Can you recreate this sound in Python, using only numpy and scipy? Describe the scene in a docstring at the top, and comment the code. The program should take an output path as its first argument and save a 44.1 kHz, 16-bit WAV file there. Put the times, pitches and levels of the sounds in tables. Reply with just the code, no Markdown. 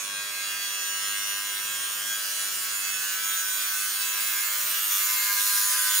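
"""Wood turning on a lathe

A tool shears a spinning wooden blank, ever harder, in front of two microphone ports.
Each turn the edge meets nearly the same ridges again, so the scrape repeats at spindle speed:
a comb of spindle orders up to the treble, some singing for a while, in the fresh hiss of torn fibres.
The lathe drive hums below in the shop air; both drop in level late on, as if a recorder's gain went down.
Both ports hear every order at their own level and phase."""
import sys
import numpy as np
from scipy import signal
from scipy.fft import rfft, irfft, next_fast_len
from scipy.io import wavfile
from scipy.ndimage import uniform_filter1d, map_coordinates

SR = 44100
rng = np.random.default_rng(int(sys.argv[2]) if len(sys.argv) > 2 else 0)


def generate_wav(sig):
    """Save sig (samples, or channels by samples) to the path in sys.argv[1] as 16-bit PCM at SR."""
    pcm = np.round(np.clip(np.atleast_2d(sig).T, -1, 1) * 32767).astype(np.int16)
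    wavfile.write(sys.argv[1], SR, pcm)


def boost(x):
    """Linear amplitude factor 10**(x/20) for a level x in decibels (scalar or array-like)."""
    u = np.asarray(x, float) / 20
    return 10 ** u


N = 264600  # samples: 6 s
ANGLES = 1024  # points around the rim

# spindle speed under load: time_s, turns_per_s
SPINDLE = [(0.0, 100.5), (0.16, 99.85), (0.38, 101.0), (0.46, 100.45), (0.72, 100.2), (0.87, 100.7),
           (0.93, 101.3), (1.06, 100.35), (1.16, 101.2), (1.28, 100.45), (1.44, 101.25), (1.53, 100.45),
           (1.95, 100.55), (2.6, 101.2), (2.79, 100.0), (3.0, 101.1), (3.58, 101.25), (3.75, 100.75),
           (3.85, 101.3), (4.05, 100.5), (4.32, 100.65), (4.63, 101.4), (4.82, 100.75), (5.75, 101.15),
           (6.0, 100.9)]
# centres of the four registers, blank, tool shank, edge and fibre sizzle: centre_hz
REGISTER_HZ = [1500, 3500, 7500, 13500]
# orders that lock in and sing: start_s, end_s, order, relative_level_db
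SING = [(0.05, 2.3, 16, -44.8), (0.05, 0.35, 33, -45), (0.42, 0.85, 33, -41.8), (0.62, 1.35, 59, -45.5),
        (1.47, 2.3, 33, -45), (0.9, 1.7, 27, -48.5), (0.9, 1.6, 29, -48.5), (3.0, 3.55, 16, -45.5),
        (0.12, 0.7, 25, -47), (0.4, 1.7, 28, -46), (0.2, 2.22, 55, -48.5), (1.62, 2.02, 87, -46.4),
        (1.8, 4.05, 67, -46.7), (2.72, 3.07, 26, -44.3), (2.75, 3.05, 33, -46.5), (3.7, 4.45, 33, -47.5),
        (2.92, 3.22, 17, -45.2), (2.92, 4.05, 15, -43), (3.1, 3.5, 13, -46.2), (3.3, 3.8, 59, -46),
        (3.4, 3.82, 55, -46.6), (3.85, 4.47, 16, -43.4), (3.97, 4.37, 26, -44.5), (4.15, 4.6, 21, -44.8),
        (3.95, 4.35, 39, -47), (4.1, 5.45, 23, -49.5), (4.1, 5.4, 9, -62.5), (4.47, 4.8, 6, -59.2),
        (4.87, 5.3, 67, -43.1), (4.9, 6, 12, -46), (5.02, 5.42, 21, -40), (4.95, 5.9, 99, -42.5),
        (5.35, 5.9, 103, -41.5), (5.05, 6, 10, -46), (5.17, 5.92, 16, -41.2), (5.52, 6.0, 67, -43.2),
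        (5.77, 6.0, 15, -40.1)]
# wood surface: frequency_hz, memory_turns, fresh_hiss_db, phase_spread_between_ports_rad,
# unshared_part_0_to_1, renewed_part_0_to_1
SURFACE = [(1120, 8, -9, 0.067, 0.28, 0.48), (2380, 6.7, -5.5, 1.4, 0.69, 0.59),
           (5030, 5.7, -6.5, 1.84, 0.44, 0.67), (8400, 3.17, -9, 0.21, 0.5, 0.79),
           (14000, 2.25, -6.5, 1.2, 0.26, 0.66)]
# orders that stand out of the comb: order, relative_level_db, left_over_right_db
ODD = [(6, -9, 0.3), (13, 2, 3), (15, 2, -7), (16, 2, 4.4), (20, -3.4, -3), (21, 2, -5), (22, -7, -1.6),
       (24, -5.6, -4.6), (26, 2, -10), (33, 4, -1.6), (55, 4, -2)]

ORDER_HZ = np.arange(ANGLES // 4) * SPINDLE[-1][1]  # each order at the final spindle speed


def cut(turns, port):
    """Repeating ridges and fresh hiss ring the tool; each register follows the hand's pressure."""
    # the hand on the tool: time_s, pressure_db, extra_level_db (felt fully by the edge register)
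    hand = [(0.0, -2.5, 1.5), (0.13, -2.5, -1.5), (0.52, 2, -1), (2.5, 1.5, 1.5), (4.68, 6, 1), (5.2, 7, 3),
            (5.85, 9, 4), (6.0, 9.5, 3)]
    # blank, tool shank, edge, fibre sizzle: level_at_pressure_0_db, db_per_pressure_db, share_of_extra_level
    register_levels = [(-42.5, 0.3876, 0.061), (-40.5, 0.35, 0.019), (-37, 0.2974, 1), (-39.5, 1.38, 0.067)]
    # the bite is harder twice a turn, where the end grain comes round
    grain_db = 1.25 * np.cos(4 * np.pi * turns) + 0.64 * np.cos(2 * np.pi * turns)
    bite = boost(grain_db) * (ridges(turns, port) + hiss())
    scrape = patchy(filtered(bite, tool_resonance), patchy_db=1.95)
    pressure_db, extra_db = curves(hand)
    out = 0
    for only_this, (level_db, grows, share) in zip(np.eye(4), register_levels):
        weights = np.c_[REGISTER_HZ, only_this]  # crossfades into the neighbouring registers
        band = filtered(scrape, lambda hz: along(weights, hz)[0] * (hz > 300))
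        gain_db = level_db + grows * pressure_db + share * extra_db + 0.043 * wobble(10)
        out = out + boost(gain_db) * band / np.std(band.mean(0))
    return out


def ridges(turns, port):
    """A map of the surface, turn by angle, that each pass renews a little; the edge reads it along a spiral."""
    # spindle orders: frequency_hz, relative_level_db
    comb = [(850, -42), (920, -22), (1000, -4), (1250, -0.1), (1850, 0.5), (2050, -2.5), (2700, 3),
            (3100, -0.5), (3600, -0.5)]
    top_order = 160
    rows, order = int(turns[-1]) + 2, np.arange(ANGLES // 4)
    memory, _, _, own, renewed = along(SURFACE, ORDER_HZ)

    # random ridges that fade from turn to turn: one set shared, one for each port
    draw = rng.standard_normal((2, 3, rows, len(order)))
    keep = np.exp(-1 / np.clip(memory, .3, 99))
    delay_one_turn = np.exp(-2j * np.pi * np.fft.fftfreq(rows))[:, None]
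    fading = np.sqrt(1 - keep ** 2) / (1 - keep * delay_one_turn)
    common, *apart = np.fft.ifft(np.fft.fft(draw[0] + 1j * draw[1], axis=1) * fading, axis=1)

    # deep ridges outlast many passes; neighbouring orders share a spot on the rim, so they knock once a turn
    spot = np.cumsum(2 * unit(uniform_filter1d(rng.standard_normal(len(order)), size=4)))
    creep = unit(uniform_filter1d(rng.standard_normal(common.shape), size=3, axis=1))
    lasting = np.sqrt(2) * np.exp(1j * (spot + np.cumsum(creep, 0) * .5 / np.sqrt(memory)))

    level_db = np.where(order < top_order, along(comb, ORDER_HZ)[0], -120.)
    for k, db, _ in ODD:
        level_db[k] = db
    # every order waxes and wanes over a second or so as the edge moves on
    drift = uniform_filter1d(rng.standard_normal(common.shape), size=40, axis=0)
    drift = uniform_filter1d(drift, size=40, axis=0)
    wander_db = 4.2 * renewed * unit(drift)

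    wear = np.linspace(.7, 1, rows)[:, None]  # a deeper cut renews more of the surface
    shared = pair(lasting, common, renewed * wear)
    heard = pair(shared, np.array(apart), own * wear)
    heard = heard * boost(level_db + wander_db) * port[:, None]
    row_s = np.interp(np.arange(rows), turns, np.arange(N) / SR)
    for start, end, k, _ in SING:  # a singing order takes over from its random ridges
        heard[:, :, k] *= 1 - swell(row_s, start, end)

    surface = irfft(heard, ANGLES)
    spiral = [turns, turns % 1 * ANGLES]
    return unit(np.array([map_coordinates(s, spiral, mode="grid-wrap") for s in surface]))


def hiss():
    """Fibres tear anew on each pass, in uneven spurts, and more as the cut deepens."""
    # colour of fresh tearing: frequency_hz, relative_level_db
    tear_colour = [(500, -18), (900, -16.5), (1500, 7.5), (2200, 0.5), (4500, 2)]
    # bands where the tearing is quieter: centre_hz, width_hz, depth_0_to_1
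    dips = [(2350, 66, 0.3), (3160, 78, 0.4)]

    def port_phase(hz):
        return np.exp(1j * np.outer([1, -1], along(SURFACE, hz)[2]) * 0.11)

    def colour(hz):
        gain = boost(along(tear_colour, hz)[0] + along(SURFACE, hz)[1])
        for centre, width, depth in dips:
            gain = gain * (1 - np.clip(depth, 0, 1) * np.exp(-((hz - centre) / width) ** 2))
        return gain

    noise = rng.standard_normal((3, N))
    tear = unit(pair(filtered(noise[:1], port_phase), noise[1:], 0.32))
    spurts = boost(1.2 * wobble(45) + np.linspace(-3.5, 2.5, N))
    return filtered(spurts * tear, colour)


def tool_resonance(hz):
    """Gain of the tool and rest resonances over a flat base, added as power."""
    # resonances: centre_hz, width_hz, level_over_base_db
    modes = [(5860, 99, 4.5), (6804, 550, 6.5), (9104, 880, 5.5), (10250, 890, 1), (15240, 830, 6.5)]
    return np.sqrt(1 + sum(boost(db) ** 2 / (1 + (2 * (hz - c) / w) ** 4) for c, w, db in modes))


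def patchy(x, patchy_db):
    """Wood density varies: random gain patches, stronger in the treble, and a sliding bright rush."""
    # the rush, sliding down late on as the edge moves on: time_s, centre_hz, gain_at_centre_db
    rush = [(0, 13300, 5), (3.5, 14000, 10), (4.5, 14000, 8.5), (5.0, 13100, 11.5), (5.5, 12600, 7.5),
            (6, 11500, 3)]
    hz, t, z = signal.stft(x, SR, nperseg=512)
    field = uniform_filter1d(rng.standard_normal(z.shape[1:]), size=6, axis=0)
    field = uniform_filter1d(field, size=12, axis=1)
    s, centre, db = np.transpose(rush)
    away = (hz[:, None] - np.interp(t, s, centre)) / 1200
    rush_db = np.interp(t, s, db) * np.exp(-away ** 2)
    treble = np.clip(hz / 5000, 0, 1)[:, None]
    gain = boost(patchy_db * treble * unit(field) + rush_db)
    return signal.istft(z * gain, SR, nperseg=512)[1][:, :N]


def singing(turns, port):
    """Locked orders are nearly clean tones that swell in, tremble and fade, sharing the rim's judder."""
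    t, out = np.arange(N) / SR, np.zeros((2, N))
    tremble = [wobble(9), wobble(15), wobble(22), wobble(30)]
    rim = turns + 0.0039 * wobble(25)
    # orders 13 to 19 get rougher as the cut deepens
    chatter_db = 4 * (t / t[-1]) ** 2 * np.array([wobble(45), wobble(60)])
    for i, (start, end, k, db) in enumerate(SING):
        now = slice(max(0, round((start - .1) * SR)), round((end + .1) * SR))
        phase = 2 * np.pi * k * rim[now] + 0.55 * tremble[i % 4][now]
        level_db = db + 4.0 + 2.0 * tremble[(i + 1) % 4][now]
        level_db = level_db + chatter_db[i % 2][now] * (12 < k < 20)
        tone = np.imag(np.exp(1j * phase) * port[:, k, None])
        out[:, now] += boost(level_db) * swell(t[now], start, end) * tone
    return out


def swell(t, start, end):
    """0 to 1 and back, with soft edges 0.2 s long."""
    inside = np.clip(np.minimum(t - start, end - t) / .2 + .5, 0, 1)
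    return np.sin(np.pi / 2 * inside) ** 2


def spindle():
    """Turns made so far: the speed under load plus a small random flutter, summed over time."""
    return np.cumsum(curves(SPINDLE)[0] + 0.1 * wobble(9)) / SR


def ports():
    """Each order reaches the two ports with its own level and phase: complex gains, left and right."""
    # lean of the orders to one side: frequency_hz, left_over_right_db
    lean = [(1000, 5.5), (1400, -9), (1800, -8.5), (2200, 1), (2700, -6), (3100, -1.5), (4000, -2.1)]
    spread = along(SURFACE, ORDER_HZ)[2]
    scatter_db = 3.5 * np.clip(ORDER_HZ / REGISTER_HZ[1], 0, 1)
    pan_db = rng.normal(along(lean, ORDER_HZ)[0], scatter_db)
    for k, _, side_db in ODD:
        pan_db[k] = side_db
    half = (pan_db * np.log(10) / 20 + 1j * spread * rng.standard_normal(len(spread))) / 2
    gains = np.exp([half, -half])
    return gains / np.clip(abs(gains.mean(0)), .7, 9)  # level of the mono sum held


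def lathe():
    """Slightly unsteady drive tones over shop air, nearly alike at both ports; the deepest air is lumpy."""
    # motor and belt tones: pitch_hz, relative_level_db
    drive = [(100, -84.5), (154.3, -73), (173.6, -73.5), (260.2, -70), (360, -71), (433.8, -69),
             (520.8, -73), (720, -71.5), (781, -69.5)]
    # colour of shop air and motor fan: frequency_hz, relative_level_db
    shop = [(15, -60), (25, -20), (160, -14.5), (265, -7), (308, -8.5), (558, 0.5), (602, -10), (669, -1.5),
            (950, 0.5), (1240, 3), (2090, -120)]
    # drive hum and shop air drop in level, as if the recorder turned its gain down:
    # time_s, level_db (read against the first row)
    background_level = [(0.0, -59.5), (5.2, -62.5), (6.0, -65.5)]
    t, noise = np.arange(N) / SR, rng.standard_normal((6, N))
    shake_db = 2.4 * wobble(6)  # the bed shakes: felt by the deep air and the lowest tones
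    tones = 0
    for hz, db in drive:
        size = boost(db + 5.0 + 1.9 * wobble(9) + shake_db * (hz < 190))
        phase = 2 * np.pi * hz * t + 0.95 * wobble(5) + [[.2], [-.2]]
        tones = tones + size * np.sin(phase)
    air = pair(noise[0], noise[1:3], 0.45)
    air = unit(filtered(air, lambda hz: boost(along(shop, hz)[0]) * (hz > 190)))
    lumps = boost(1.2 * shake_db) * pair(noise[3], noise[4:], .65)
    deep = unit(filtered(lumps, lambda hz: boost(along(shop, hz)[0]) * (hz <= 190)))
    drop_gain = boost(curves(background_level)[0] - background_level[0][1])
    mix = tones + boost(-54.5 + 0.94 * wobble(5.21)) * air + boost(-72.0) * drop_gain ** 1.1 * deep
    return drop_gain * mix * boost([[-.3], [.3]])


def unit(x):
    """Scaled to rms 1."""
    return x / np.sqrt(np.mean(np.abs(x) ** 2) + 1e-20)


def along(points, hz):
    """Each column of (Hz, value, ..) rows read on a log axis."""
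    f, *cols = np.transpose(points)
    return [np.interp(np.log(hz + 1), np.log(f + 1), c) for c in cols]


def curves(rows):
    """One value per sample for each column after the time."""
    s, *cols = np.transpose(rows)
    return [np.interp(np.arange(N) / SR, s, c) for c in cols]


def wobble(rate):
    """A smooth random curve, rate knots a second (60 at most)."""
    return map_coordinates(rng.standard_normal(400), [np.arange(N) * min(rate, 60) / SR])


def filtered(x, response):
    """x times a response of frequency."""
    m = next_fast_len(N + 8192)
    return irfft(rfft(x, m) * response(np.fft.rfftfreq(m, 1 / SR)), m)[..., :N]


def pair(common, own, share):
    """A common part plus a share of its own, blended at equal power."""
    share = np.clip(share, 0, 1)
    return np.sqrt(1 - share ** 2) * common + share * own


def scene():
    """Cut, singing orders and lathe together at the two ports."""
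    turns, port = spindle(), ports()
    return cut(turns, port) + singing(turns, port) + lathe()


def band_limit(x):
    """A steep low-pass at the top of the band."""
    return signal.sosfilt(signal.butter(12, 16360, fs=SR, output="sos"), x)


def record(dry):
    """The camera's band limit: a steep fall just below 15.8 kHz."""
    mix = filtered(dry, lambda hz: np.clip((15800 - hz) / 80, .002, 1))
    return band_limit(mix)


dry = scene()
out = record(dry)
generate_wav(out)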